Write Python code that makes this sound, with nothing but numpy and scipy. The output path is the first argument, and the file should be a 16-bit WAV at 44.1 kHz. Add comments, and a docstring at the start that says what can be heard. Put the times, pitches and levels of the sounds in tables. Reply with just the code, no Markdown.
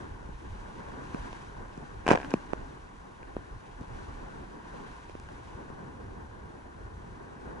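"""Water on a sealed camera case above a surfboard

Wind buffets the two wet ports of the case, the sea rushes under the board and spray hisses: noise in half-octave
bands, coloured by the ports and raised and lowered by level curves. A sheet of water is thrown over the case:
a burst of drops excites falling thumps, case modes and ticks amid a spatter of small drops; a water film on
one port sings briefly as a wavering sine, and single drops fall before and after. The case muffles it all."""
import sys
import numpy as np
from scipy import signal
from scipy.fft import rfft, irfft, next_fast_len
from scipy.io import wavfile

SR = 44100
rng = np.random.default_rng(int(sys.argv[2]) if len(sys.argv) > 2 else 0)


def output_pcm(signal):
    """Save a mono or channel-first signal as 16-bit PCM at the path in sys.argv[1].

    Samples are clipped to [-1, 1] before scaling.
    """
    pcm = np.clip(np.atleast_2d(signal).T, -1, 1) * 32767
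    wavfile.write(sys.argv[1], SR, np.round(pcm).astype(np.int16))


N = 335160


def amp(db):
    """Level law: dB to amplitude gain."""
    return 10 ** (np.asarray(db) / 20)


def rms_one(x):
    """Power normalisation: scaled to rms 1."""
    return x / np.sqrt(np.mean(x ** 2) + 1e-20)


def in_time(rows):
    """Linear interpolation: the columns of a table, sample by sample."""
    t, *columns = np.transpose(rows)
    return [np.interp(np.arange(N) / SR, t, column) for column in columns]


def in_pitch(rows, hz):
    """Interpolation on a logarithmic frequency axis: the columns of a table at the given frequencies."""
    at, *columns = np.transpose(rows)
    return [np.interp(np.log(np.maximum(hz, 1)), np.log(at), column) for column in columns]


def live(start, end):
    """Time gate: 1 between two times in s, else 0."""
    t = np.arange(N) / SR
    return (t > start) & (t < end)


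def drift(rate):
    """Slow random modulation: noise through two equal poles at rate (Hz), spread 1."""
    step = 40   # samples between computed points
    pole = np.exp(-2 * np.pi * rate * step / SR)
    settle = 2000   # points dropped while the filter settles
    noise = rng.standard_normal(N // step + settle + 2)
    slow = signal.lfilter([1], [1, -2 * pole, pole * pole], noise)[settle:]
    return np.interp(np.arange(N) / step, np.arange(len(slow)), rms_one(slow))


def ring(clicks, hz, t60):
    """Damped resonator: a unit click sets a sine of height 1 ringing, 60 dB down after t60 (s)."""
    r, w = amp(-60 / (t60 * SR)), 2 * np.pi * hz / SR
    return signal.lfilter([0, np.sin(w)], [1, -2 * r * np.cos(w), r * r], clicks + 1e-18)


def low_pass(x, hz):
    """Second-order low-pass: 12 dB per octave above the corner."""
    return signal.lfilter(*signal.butter(2, hz, fs=SR), x + 1e-18)


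HISS_GAIN_DB = -70.5   # gain applied to the sum of common and own noise


def hiss():
    """Partly correlated white noise: steady microphone noise, mostly common to both sides."""
    common, left, right = rng.standard_normal((3, N))
    return amp(HISS_GAIN_DB) * (0.53 * common + 0.44 * np.array([left, right]))


# short changes of wind on the ports, mostly buffets: t/s, peak change of wind level/dB, half-length/s
BUFFETS = [(0.0, 14, 0.028), (0.126, 8.5, .04), (0.302, 5, .05), (0.522, 5, 0.1), (1.27, 0, .04),
           (1.61, 7.5, 0.036), (1.985, 4, .05), (2.604, 6.5, .07), (3.384, 6, 0.024), (3.55, 11.5, 0.036),
           (3.808, 8, 0.034), (3.93, 9, 0.042), (4.107, 7, .04), (4.417, 4.5, 0.032), (4.912, 4, 0.036),
           (6.082, 1, 0.027), (6.82, -0.5, .04), (7.15, 2.5, .04), (7.49, 2.5, 0.049)]


def gusts_db():
    """Gaussian envelopes: each is a short bell-shaped change of the wind level."""
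    t = np.arange(0, N, 40) / SR
    change = sum(db * np.exp(-((t - at) / half_s) ** 2) for at, db, half_s in BUFFETS)
    return np.interp(np.arange(N) / SR, t, change)


# colour of the sea through each port: f/Hz, left relative level/dB, right relative level/dB
PORT_COLOUR = [(20, -82, -73), (55, -70, -72), (183, -81, -79.5), (392, -80, -81), (645, -90.5, -85),
               (817, -76, -79), (1050, -81, -80), (1300, -83, -84), (1532, -78, -86), (2086, -95.5, -92),
               (2580, -96.5, -93.5), (3470, -99, -100), (5040, -106, -104), (6200, -103, -103),
               (7560, -110, -110), (9900, -114, -114)]
# how alike the ports hear it: f/Hz, likeness (0-1), phase of right relative to left/rad
PORT_LIKENESS = [(22, .99, 0), (60, .95, .1), (190, .63, 0), (400, .2, -1.8), (600, .4, -3.1),
                 (830, .6, -3.3), (1020, .6, -6.3), (1270, .75, -9.2), (1570, .8, -9.0), (2000, .3, -8.0),
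                 (2550, .7, -7.9), (3500, .45, -7.8), (4100, .3, -5.1), (6050, .65, -5.3),
                 (11000, .62, -6.2)]


def through_ports(common, own):
    """Partial coherence: each port colours the sound; the right hears it phase-shifted, mixed with its own."""
    size = next_fast_len(N)
    hz = np.arange(size // 2 + 1) * SR / size
    left_db, right_db = in_pitch(PORT_COLOUR, hz)
    alike, phase = in_pitch(PORT_LIKENESS, hz)
    common, own = rfft(common, size), rfft(own, size)
    right = alike * np.exp(1j * phase) * common + np.sqrt(1 - alike ** 2) * own
    return irfft([amp(left_db) * common, amp(right_db) * right], size)[:, :N]


def foam(per_s, spread_db):
    """Random impulse train on noise: bursting bubbles of very uneven size."""
    sizes = amp(spread_db * np.minimum(rng.exponential(1, N), 4)) * rng.choice([-1, 1], N)
    bursts = rng.random(N) < per_s / SR
    return rng.standard_normal(N) + 0.22 * rms_one(sizes * bursts)


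# the ride: t/s, rush level without gusts/dB, spray level/dB
RUSH_AND_SPRAY = [(0.0, -47, -58.5), (0.17, -51, -63.5), (0.34, -51, -62.5), (0.53, -50, -60.5),
                  (0.95, -43, -59.5), (1.25, -46, -55), (1.54, -48.5, -61.5), (2.09, -46.5, -61.5),
                  (2.22, -43, -57), (2.86, -50.5, -63.5), (3.2, -51.5, -64.5), (3.39, -49.5, -63),
                  (3.77, -49.5, -63), (4.02, -47, -58.5), (4.57, -47.5, -63), (4.8, -46.5, -58),
                  (5.16, -51.5, -62), (5.46, -49, -61), (5.76, -45.5, -64), (6.45, -49.5, -65.5),
                  (7.17, -49.5, -64), (7.6, -44, -63.5)]
# the wind on the ports: t/s, level without gusts/dB, deepest rumble relative to that level/dB
STEADY_WIND = [(0.0, -48, -4), (0.55, -50, 1.5), (0.75, -52.5, -2.5), (1.14, -47, -2.5), (1.6, -52, 0.5),
               (2.4, -50, 0), (2.9, -54, 0.5), (3.45, -52, -3.5), (4.0, -50, 0), (4.6, -53, -1),
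               (5.4, -50, -3), (6.2, -49, -8), (6.9, -51.5, -5.5), (7.6, -50, -1)]
GUST_STIRS_RUMBLE, GUST_STIRS_RUSH = 1.27, 0.21   # share of a gust's dB that each follows
WASH_OFFSET_DB, WASH_FOLLOWS_SPRAY = 6, 0.56   # share of spray dB; the rest follows the rush


def sea_levels_db():
    """Level modulation: gusts stir wind, rumble and rush; wash follows both rush and spray."""
    rush_db, spray_db = in_time(RUSH_AND_SPRAY)
    wind_db, rumble_db = in_time(STEADY_WIND)
    gust_db = gusts_db()
    rumble_db = wind_db + rumble_db + GUST_STIRS_RUMBLE * gust_db
    wind_db = wind_db + gust_db
    rush_db = rush_db + GUST_STIRS_RUSH * gust_db
    wash_db = WASH_OFFSET_DB + WASH_FOLLOWS_SPRAY * spray_db + (1 - WASH_FOLLOWS_SPRAY) * rush_db
    return [rumble_db, wind_db, rush_db, wash_db, spray_db]


# a band joins the first layer whose top is not below its lower edge; spray takes the rest
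RUMBLE_TOP_HZ, WIND_TOP_HZ, RUSH_TOP_HZ, WASH_TOP_HZ = 45, 100, 600, 1900
# spread of each layer's flicker, from rumble to spray: shared/dB, own to each band/dB
FLICKER = [(2.0, 1.5), (2.0, 1.5), (1.5, 1.5), (.8, .9), (.7, .4)]


def sea():
    """Band-filtered noise: half-octaves, flickering partly alone, form rumble, wind, rush, wash and spray."""
    draws = [through_ports(foam(400.0, spread_db=6.5), foam(400.0, spread_db=-3.5)) for _ in range(2)]
    layers = np.zeros((5, 2, N))
    lumps = [drift(4.0), drift(7.0), drift(28.0)]   # rumble and wind; rush and wash; spray
    edges = 16 * 2 ** np.arange(0, 10, .5)
    for k, (low, high) in enumerate(zip(edges, edges[1:])):
        band_filter = signal.butter(2, [low, high], "band", fs=SR, output="sos")
        band = signal.sosfilt(band_filter, draws[k % 2])   # neighbouring bands are independent
        kind = np.searchsorted([RUMBLE_TOP_HZ, WIND_TOP_HZ, RUSH_TOP_HZ, WASH_TOP_HZ], low)
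        shared_db, own_db = FLICKER[kind]
        layers[kind] += band * amp(shared_db * lumps[kind // 2] + own_db * drift(17.0))
    return sum(amp(db) * rms_one(layer) for db, layer in zip(sea_levels_db(), layers))


# water film over the left port: t/s, centre f/Hz, peak level on the left/dB
FILM_TONE = [(2.225, 242, -62), (2.245, 270, -38), (2.29, 291, -42.5), (2.325, 277, -43), (2.351, 233, -36),
             (2.375, 169.4, -43), (2.395, 160, -63)]


def film():
    """Frequency-modulated oscillator: the film vibrates as a wavering near sine, mostly heard on the left."""
    hz, level_db = in_time(FILM_TONE)
    wavering_hz = hz * amp(0.19 * drift(31.0))
    tone = np.sin(2 * np.pi * np.cumsum(wavering_hz) / SR)
    left_right = amp([[0], [-9.0]])
    return amp(level_db) * tone * live(FILM_TONE[0][0], FILM_TONE[-1][0]) * left_right


# modes of the case: f/Hz, relative level/dB, 60 dB decay time/s
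CASE_MODES = [(840, 6.5, 0.0068), (1086, 1, 0.013), (1590, 3, 0.013), (2470, 1.5, 0.009),
              (2910, 2.5, 0.005)]


def case(strikes):
    """Modal superposition: the case modes ring in alternating sign, dulled because water lands softly."""
    rings = sum(amp(db) * ring(hits, hz, t60) * (-1) ** k
                for k, (hits, (hz, db, t60)) in enumerate(zip(strikes, CASE_MODES)))
    return low_pass(rings, 3400)


# small drops of the thrown sheet: they swell to a peak, fall away fast, and a trickle dies slowly
SHEET_FROM_S, SHEET_PEAK_S, SHEET_END_S, SHEET_PEAK_DB = 2.06, 2.117, 2.4, -23.5
SWELL_DB_PER_S, FALL_DB_PER_S = 452, 448
TRICKLE_DB, TRICKLE_DB_PER_S = -43.5, 78   # trickle line: its level at the peak time, its fall


def sheet_db():
    """Piecewise exponential envelope: the level of the small drops."""
    late = np.arange(N) / SR - SHEET_PEAK_S
    fall = SHEET_PEAK_DB - FALL_DB_PER_S * late
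    trickle = TRICKLE_DB - TRICKLE_DB_PER_S * late
    return np.where(late < 0, SHEET_PEAK_DB + SWELL_DB_PER_S * late, np.maximum(fall, trickle))


def sheet(per_s=800.0):
    """Random impact excitation: many small drops ring the case and the ports while the water runs over."""
    sizes = amp(3.5 * np.minimum(rng.exponential(1, N), 2.5)) * rng.choice([-1, 1], N)
    landings = rng.random(N) < per_s / SR
    hits = sizes * landings * amp(2 * rng.standard_normal((2, N)))   # uneven between the sides
    ports = low_pass(ring(hits, 540, 0.0023), 1300)
    spatter = low_pass(ring(hits, 6000, 0.001), 9300)
    body = low_pass(case([hits] * len(CASE_MODES)), 2600)
    sound = body + amp(9.5) * ports + amp(-0.5) * spatter
    return amp(sheet_db()) * rms_one(sound) * live(SHEET_FROM_S, SHEET_END_S)


# stragglers of the thrown sheet: a patter of drops, ever weaker and further apart
STRAGGLE_FROM_S, STRAGGLE_GAP_S, STRAGGLE_SLOWING = 2.1604, 0.0125, 0.025
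STRAGGLE_DB, STRAGGLE_FADE_DB_PER_S = -17.5, 260.0   # relative thump level and its fade
STRAGGLE_HZ, STRAGGLE_CYCLES = 480, 0.44   # middle thump pitch, decay
STRAGGLE_RING_DB, STRAGGLE_TICK_DB = -26, -52.0   # middle relative levels


def stragglers(count):
    """Decaying random sequence: rows like those of the single drops, partly left to chance."""
    luck, k = rng.standard_normal((count, 6)), np.arange(count)
    late = STRAGGLE_GAP_S * k * (1 + STRAGGLE_SLOWING * k)
    rows = []
    for t, (thump_luck, pitch_luck, ring_luck, tick_luck, pan_luck, lag_luck) in zip(late, luck):
        thump_db = STRAGGLE_DB - STRAGGLE_FADE_DB_PER_S * t + 1.5 * thump_luck
        rows.append((STRAGGLE_FROM_S + t, thump_db, STRAGGLE_HZ * amp(2.5 * pitch_luck), STRAGGLE_CYCLES,
                     STRAGGLE_RING_DB + 3.0 * ring_luck, STRAGGLE_TICK_DB + 2.0 * tick_luck,
                     3.0 * pan_luck, 0.16 * lag_luck))
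    return rows


def thump(hz, cycles):
    """Dispersion: a bending wave reaches the port, fast swings first and slow ones last."""
    turns = np.arange(round(4 * SR / hz)) * hz / SR
    swings = -np.sin(2 * np.pi * 1.75 * turns ** .46)
    onset = 1 - np.exp(-turns / .1)
    decay = np.exp(-(turns / cycles) ** 1.5)
    return swings * onset * decay


# single drops on the case, loud and faint: t/s, relative thump level/dB, nominal thump f/Hz,
# nominal thump decay/cycles, relative case ring level/dB, relative tick level/dB,
# left over right thump level/dB, lag of right behind left/ms
SINGLE_DROPS = [(0.29, -34.5, 140, 1, -54, -60, 6, -0.55), (1.1459, -18, 163, 0.5, -25.5, -51, -2, 0.81),
                (1.3294, -41, 440, 1, -29, -53, -22, 0.2), (1.7764, -32.5, 275, 2.1, -45, -52, 2, 0.82),
                (2.0652, -18, 270, 0.51, -16, -44, 8, -0.07), (2.069, -35, 270, 0.64, -16, -41, 0, 0.01),
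                (2.0788, -23, 610, 0.49, -6, -32.5, -7, -0.01), (2.0803, -33, 600, 0.73, -14, -36, 3, 0.24),
                (2.087, -32, 340, 0.48, -12, -30, 3, 0.09), (2.0898, -8, 253, 0.34, -8, -34, 6, 0.33),
                (2.1046, -12, 410, 0.31, -10, -45, -11, 0.36),
                (2.1077, -16, 457, 0.35, -8.5, -33, -21, 0.56), (2.113, 0.5, 230, 0.39, -3, -32, 1.5, 0.15),
                (2.1196, -19, 174, 0.49, -15, -32, 13, -0.79), (2.1231, -16, 506, 0.3, -18, -43, -9, 0.29),
                (2.1295, -14, 447, 0.32, -24, -57, -6, 0.55), (2.1338, -35, 500, 0.64, -11, -61, 1, 0.44),
                (2.138, -20, 134, 0.84, -33, -59, -2, 0.48), (2.141, -16, 310, 0.8, -27, -57, -4, -0.97),
                (2.1504, -17.5, 513, 1.3, -21, -54, 13, -0.75),
                (2.1564, -10.5, 510, 0.4, -31, -43, -5, -0.36),
                (2.1751, -41, 500, 0.49, -17, -46, -7, -0.22), (2.306, -46, 280, 0.7, -30, -43.5, -6, -1.1),
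                (2.309, -42, 270, 0.7, -36, -44, 2, -0.88), (2.3162, -48, 240, 0.6, -25.5, -53, 3, 0.09),
                (2.3391, -10.5, 270, 1.21, -19.5, -34.5, -1.5, 0.074),
                (2.5334, -14, 272, 0.24, -29, -48.5, -14.5, 0.65),
                (3.23, -42, 420, 0.7, -34, -59, 11, -0.43),
                (3.3665, -15.5, 204, 0.33, -41, -69, 0.5, -0.23),
                (3.811, -29.5, 130, 0.75, -57, -55, 1, -0.39),
                (5.0965, -36, 497, 0.88, -42, -60, -9, -0.41),
                (5.152, -23.5, 225, 0.26, -34, -66, -4.5, 0.55),
                (5.1993, -41, 140, 0.76, -41, -49.5, 2, -0.0078),
                (5.2881, -53, 500, 0.7, -32, -58, 0, 0.18), (5.7016, -31, 190, 0.24, -44, -62, 8, 0.68)]


def drops():
    """Impact excitation: each drop thumps both ports, rings the case unevenly and ticks; soft ones ring lower."""
    thumps, ticks = np.zeros((2, N + SR)), np.zeros((2, N))
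    strikes = np.zeros((len(CASE_MODES), 2, N))
    rows = SINGLE_DROPS + stragglers(count=7)
    chance = rng.standard_normal((len(rows), 3, len(CASE_MODES)))   # left, right, common
    octaves = np.log2(np.array(CASE_MODES)[:, 0] / CASE_MODES[2][0])   # from the middle mode
    for (t, thump_db, hz, cycles, ring_db, tick_db, pan_db, lag_ms), luck in zip(rows, chance):
        tilt_db = .3 * (tick_db - ring_db + 18.0) * octaves   # a tick weak beside the ring: a soft drop
        for side, sign in enumerate((1, -1)):
            at = round((t - sign * lag_ms / 2000) * SR)   # half the lag on each side
            shape = thump(hz * amp(.5 * luck[side, 0]), max(cycles, .35))
            thumps[side, at:at + len(shape)] += amp(thump_db + 1.5 + sign * pan_db / 2) * shape
            strikes[:, side, at] += amp(ring_db - 12.0 + tilt_db + 2 * (luck[side] + luck[2]))
            ticks[side, at] += amp(tick_db + 23.0 + 2.3 * luck[side, 1])
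    rebound = signal.butter(2, 50, "high", fs=SR)   # the ports leak, so a push swings back
    thumps = signal.lfilter(*rebound, low_pass(thumps[:, :N], 3700))
    tick_band = signal.butter(1, [4200, 7500], "band", fs=SR)
    ticks = low_pass(signal.lfilter(*tick_band, ticks + 1e-18), 8500)
    return thumps + case(strikes) + ticks


def scene():
    """Linear superposition: all that the two ports pick up."""
    return hiss() + sea() + film() + sheet() + drops()


CUTOFF_HZ = 11100


def record(dry):
    """Band limitation: a steep elliptic low-pass cuts the top."""
    top_cut = signal.ellip(12, .5, 45, CUTOFF_HZ, fs=SR, output="sos")   # ripple, stop depth in dB
    return signal.sosfilt(top_cut, dry)


dry = scene()
out = record(dry)
output_pcm(out)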